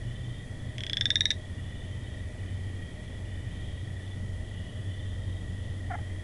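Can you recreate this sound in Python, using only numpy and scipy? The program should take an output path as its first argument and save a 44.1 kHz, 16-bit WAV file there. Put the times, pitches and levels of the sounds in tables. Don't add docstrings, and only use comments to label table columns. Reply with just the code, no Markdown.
import sys
import numpy as np
from scipy import signal
from scipy.fft import rfft, irfft
from scipy.io import wavfile

SR = 44100
rng = np.random.default_rng(int(sys.argv[2]) if len(sys.argv) > 2 else 0)


def generate_wav(sig):
    pcm = np.round(np.clip(np.atleast_2d(sig).T, -1, 1) * 32767).astype(np.int16)
    wavfile.write(sys.argv[1], SR, pcm)


N = 274743
T = np.arange(N) / SR
FREQS = np.fft.rfftfreq(N, 1 / SR)


def undb(db):
    return 10 ** (np.asarray(db) / 20)


def level(x, db):
    return x * undb(db) / np.sqrt(np.mean(x ** 2))


def fader(points):
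    time_s, db = np.transpose(points)
    return undb(np.interp(T, time_s, db))


def colour(points):
    hz, db = np.transpose(points)
    return undb(np.interp(np.log(FREQS + 1), np.log(hz), db))


def resonance(f, hz, width_hz):
    return 1 / (1 + ((f - hz) / width_hz * 2) ** 2 / 2) ** 2


def causal(gain):
    cepstrum = irfft(np.log(gain), N)
    fold = np.concatenate([[1], 2 * (T[1:] < N / SR / 2)])
    return np.exp(rfft(cepstrum * fold))


def noise(gain):
    return level(irfft(rfft(rng.standard_normal(N)) * gain, N), 0)


def band(hz, width_hz):
    return noise(resonance(FREQS, hz, width_hz))


def drift(rate_hz):
    return noise(np.exp(-(FREQS / rate_hz) ** 2) * (FREQS > 0))


def add(out, start_s, sound):
    i = int(start_s * SR)
    if 0 <= i < N:
        out[i:i + len(sound)] += sound[:N - i]


def night():
    # frequency_hz, relative_db
    air_spectrum = [(20, 0.5), (40, -4.5), (62, -6.5), (85, 2), (140, -6), (250, -8), (370, -15),
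                    (520, -17.5), (700, -21.5), (950, -28.5), (1500, -31.5), (2700, -35.5), (4300, -37),
                    (11000, -39)]
    # time_s, level_db
    group_levels = [(0, -67.5), (1.5, -69.5), (2.3, -64), (3.6, -65), (4.4, -72), (5.5, -73), (6.23, -65.5)]
    # centre_hz, width_hz, level_db
    chorus_bands = [(617, 40, -63), (1863, 270, -61.5), (3246, 770, -62.5)]
    air = undb(-42) * noise(colour(air_spectrum))
    group = fader(group_levels) * band(2310, width_hz=400)
    chorus = sum(undb(db + 2.1 * drift(3.1)) * band(hz, width) for hz, width, db in chorus_bands)
    return air + group + chorus


def engine():
    # time_s, level_db
    firing_levels = [(0, -44), (.7, -47), (1.1, -42), (1.9, -40.5), (2.2, -40), (2.7, -36.5), (2.97, -48),
                     (3.2, -40.5), (4.1, -38.5), (4.65, -41.5), (4.85, -33.5), (5.15, -35), (6.23, -37.5)]
    # time_s, level_db
    throb_levels = [(0, -40), (.7, -55), (2.0, -47), (2.6, -52), (2.9, -60), (3.2, -43.5), (3.65, -44),
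                    (3.95, -63), (4.3, -41), (4.97, -57), (5.15, -41), (6.23, -50)]
    # time_s, level_db
    traffic_levels = [(0, -38), (1.0, -46), (2.5, -47), (5.7, -47.5), (6.23, -42.5)]
    # centre_hz, width_hz, level_db
    hum_bands = [(75.2, 30, -46), (173.3, 18, -56)]
    firing = level(wavering_tone(93.64, spread_hz=0.44, rate_hz=1.24), -0.68)
    firing += undb(-9.5) * band(99.6, width_hz=27)
    throb = level(wavering_tone(48.4, spread_hz=0.54, rate_hz=1.15), -0.42)
    traffic = band(120.1, width_hz=12.2) * fader(traffic_levels)
    hums = sum(undb(db) * band(hz, width) for hz, width, db in hum_bands)
    return firing * fader(firing_levels) + throb * fader(throb_levels) + traffic + hums


def wavering_tone(hz, spread_hz, rate_hz):
    return np.sin(2 * np.pi * np.cumsum(hz + spread_hz * drift(rate_hz)) / SR)


def toad(hz, pulses_per_s, unsteady):
    cycle = np.cumsum(pulses_per_s * (1 + unsteady * drift(5.36))) / SR
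    pulse = np.abs(np.sin(np.pi * cycle)) ** 2.9
    tone = wavering_tone(hz, spread_hz=22, rate_hz=29.9)
    voice = undb(1.6 * drift(37)) * pulse * tone
    return voice + undb(-3) * foliage(voice, t60_s=0.14)


def foliage(x, t60_s):
    tail = rng.standard_normal(SR) * np.exp(-np.log(1000) * T[:SR] / t60_s)
    return signal.fftconvolve(x, tail / np.linalg.norm(tail))[:N]


def trills():
    # pitch_hz, pulses_per_s, relative_db
    back_row = [(1889, 34, 2), (1890, 31, -12), (1770, 15, -15.5), (2000, 47, -17)]
    behind = sum(undb(db) * toad(hz, rate, unsteady=0.094) for hz, rate, db in back_row)
    nearest = toad(hz=1955, pulses_per_s=32.5, unsteady=0.048)
    return level(nearest, -58.5) + level(behind, -60.5)


def far_frogs():
    # start_s, first_pitch_hz, relative_db
    clear_runs = [(-.14, 2910, 6), (-.15, 3290, 5), (.3, 3190, 2), (1.28, 3240, 4), (1.58, 2905, 5),
                  (2.0, 3260, -2.5), (2.38, 2990, 2.5), (2.83, 3200, 1), (3.25, 2900, 4), (3.58, 3210, 3),
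                  (4.05, 3000, 0), (4.52, 2900, 5.5), (4.55, 3230, 4.5), (4.88, 2990, 3.5),
                  (5.35, 3260, -1.5), (5.86, 3080, 4.5)]
    faint_runs = [(1.64 * k + 0.066 * rng.standard_normal(), 3400, -1) for k in (1, 2, 3)]
    run_s, rise_hz, swell_db = 0.53, 286, 4
    out = np.zeros(N)
    for start_s, first_hz, db in clear_runs + faint_runs:
        for progress in np.linspace(0, 1, 14):
            late, detune = rng.standard_normal(2)
            click = ring(first_hz + rise_hz * progress + 20 * detune, peak_s=0.0016, sharp=0.98)
            smeared = foliage(click, t60_s=0.32)
            add(smeared, 0, undb(-13) * click)
            click_s = start_s + run_s * progress ** 1.2 + 0.003 * late
            add(out, click_s, undb(db - swell_db * (1 - progress) ** 2) * smeared)
    return level(out, -60.5)


def ring(hz, peak_s, sharp):
    t = T[:SR // 20]
    envelope = (t / peak_s * np.exp(1 - t / peak_s)) ** sharp
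    return envelope * np.sin(2 * np.pi * hz * t)


def near_frog():
    # start_s, level_db
    clicks = [(0.7822, -30), (0.806, -28), (0.836, -25.5), (.866, -26.5), (0.8972, -23), (.932, -18),
              (.97, -17), (1.0102, -15), (1.0555, -14), (1.1038, -13), (1.1563, -12.5), (1.2072, -12.5),
              (1.255, -13), (1.3047, -14.5), (1.3122, -21.5)]
    # pitch_hz, relative_db, time_to_peak_s
    throat_modes = [(1738, -11.5, 0.0019), (1948, -11.5, 0.0017), (5660, -11.5, 0.001)]
    # delay_s, relative_db, base_time_to_peak_s
    after_rings = [(.0045, -13, 0.0015), (.0079, -8.5, 0.0032), (0.02, -53, 0.0035)]
    # frequency_hz, gain_db
    snap_spectrum = [(1000, -35.5), (1500, -3), (2100, 9.5), (2500, 3.5), (2950, -4), (3500, -9),
                     (4400, -9), (5000, -0.5), (6200, 2.5), (6600, -7), (7100, -5.5), (8800, -11),
                     (11000, -20)]
    slack_hz, full_hz, rise_hz_per_s, rise_from_s = 3333, 3716, 970, 0.83
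    out, snaps = np.zeros(N), np.zeros(N)
    t = T[:SR // 50]
    for start_s, db in clicks:
        sac_hz = np.clip(slack_hz + rise_hz_per_s * (start_s - rise_from_s), slack_hz, full_hz)
        tight = np.clip((sac_hz - 3340) / 220, 0, 1)
        for hz, mode_db, peak_s in throat_modes:
            throat = ring(hz * (sac_hz / 3680) ** 0.96, peak_s, sharp=1)
            add(out, start_s, undb(db + mode_db - 4.9 * (1 - tight)) * throat)
        swell_s, linger = 0.0005 + 0.0009 * tight, 0.69 + 0.61 * tight
        add(out, start_s, undb(db) * ring(sac_hz, swell_s, sharp=swell_s / 0.0012))
        for delay_s, after_db, peak_s in after_rings:
            scatter_db, detune = rng.standard_normal(2)
            after_ring = ring(sac_hz + 18 * detune, peak_s * linger, sharp=3.7)
            add(out, start_s + delay_s, undb(db + after_db + scatter_db) * after_ring)
        effort = ((sac_hz - slack_hz) / (full_hz - slack_hz)) ** 2
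        snap_db = -7.5 + 0.34 * db + 3.5 * effort
        rasp = rng.standard_normal(len(t)) * np.exp(-t / (0.001 + 0.0019 * tight))
        add(snaps, start_s, undb([snap_db]))
        add(snaps, start_s, undb(snap_db - 15.5) * rasp)
    out += irfft(rfft(snaps) * causal(colour(snap_spectrum)), N)
    out = signal.sosfilt(signal.butter(5, 1450, "high", fs=SR, output="sos"), out)
    return out + undb(-14) * foliage(out, t60_s=0.13)


def croak():
    # start_s, length_s, first_pitch_hz, level_db
    notes = [(5.9, .030, 413, -33.5), (5.930, 0.024, 387.5, -35.5), (5.950, 0.01, 420, -34.5),
             (5.985, 0.015, 427, -46)]
    # centre_hz, width_hz, relative_db
    formants = [(760, 130, 5), (1397, 450, -7.5), (1890, 290, -6.5), (2270, 270, -20)]
    sag_hz_per_s, harmonics = 3000, np.arange(1, 8)[:, None]

    def throat(f):
        return sum(undb(db) * resonance(f, hz, width) for hz, width, db in formants)

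    out = np.zeros(N)
    waver = 1 + 0.0089 * drift(250)
    rasp = undb(-11) * noise(throat(FREQS))
    for start_s, length_s, first_hz, db in notes:
        during = (T >= start_s) & (T < start_s + length_s)
        t = T[during] - start_s
        pitch_hz = (first_hz - sag_hz_per_s * t) * waver[during]
        phase = 2 * np.pi * np.cumsum(pitch_hz) / SR
        gains = throat(harmonics * pitch_hz)
        buzz = np.sum(gains * np.sin(harmonics * phase), axis=0)
        buzz /= np.sqrt(np.sum(gains ** 2, axis=0) / 2)
        out[during] += undb(db) * np.sin(np.pi * t / length_s) * (buzz + rasp[during])
    return out + undb(-14) * foliage(out, t60_s=0.2)


def scene():
    return (near_frog() + far_frogs() + trills() + croak() + engine() + night())[None]


def record(dry):
    top_hz = 11150
    return signal.sosfilt(signal.ellip(10, 0.2, 70, top_hz, fs=SR, output="sos"), dry)


dry = scene()
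out = record(dry)
generate_wav(out)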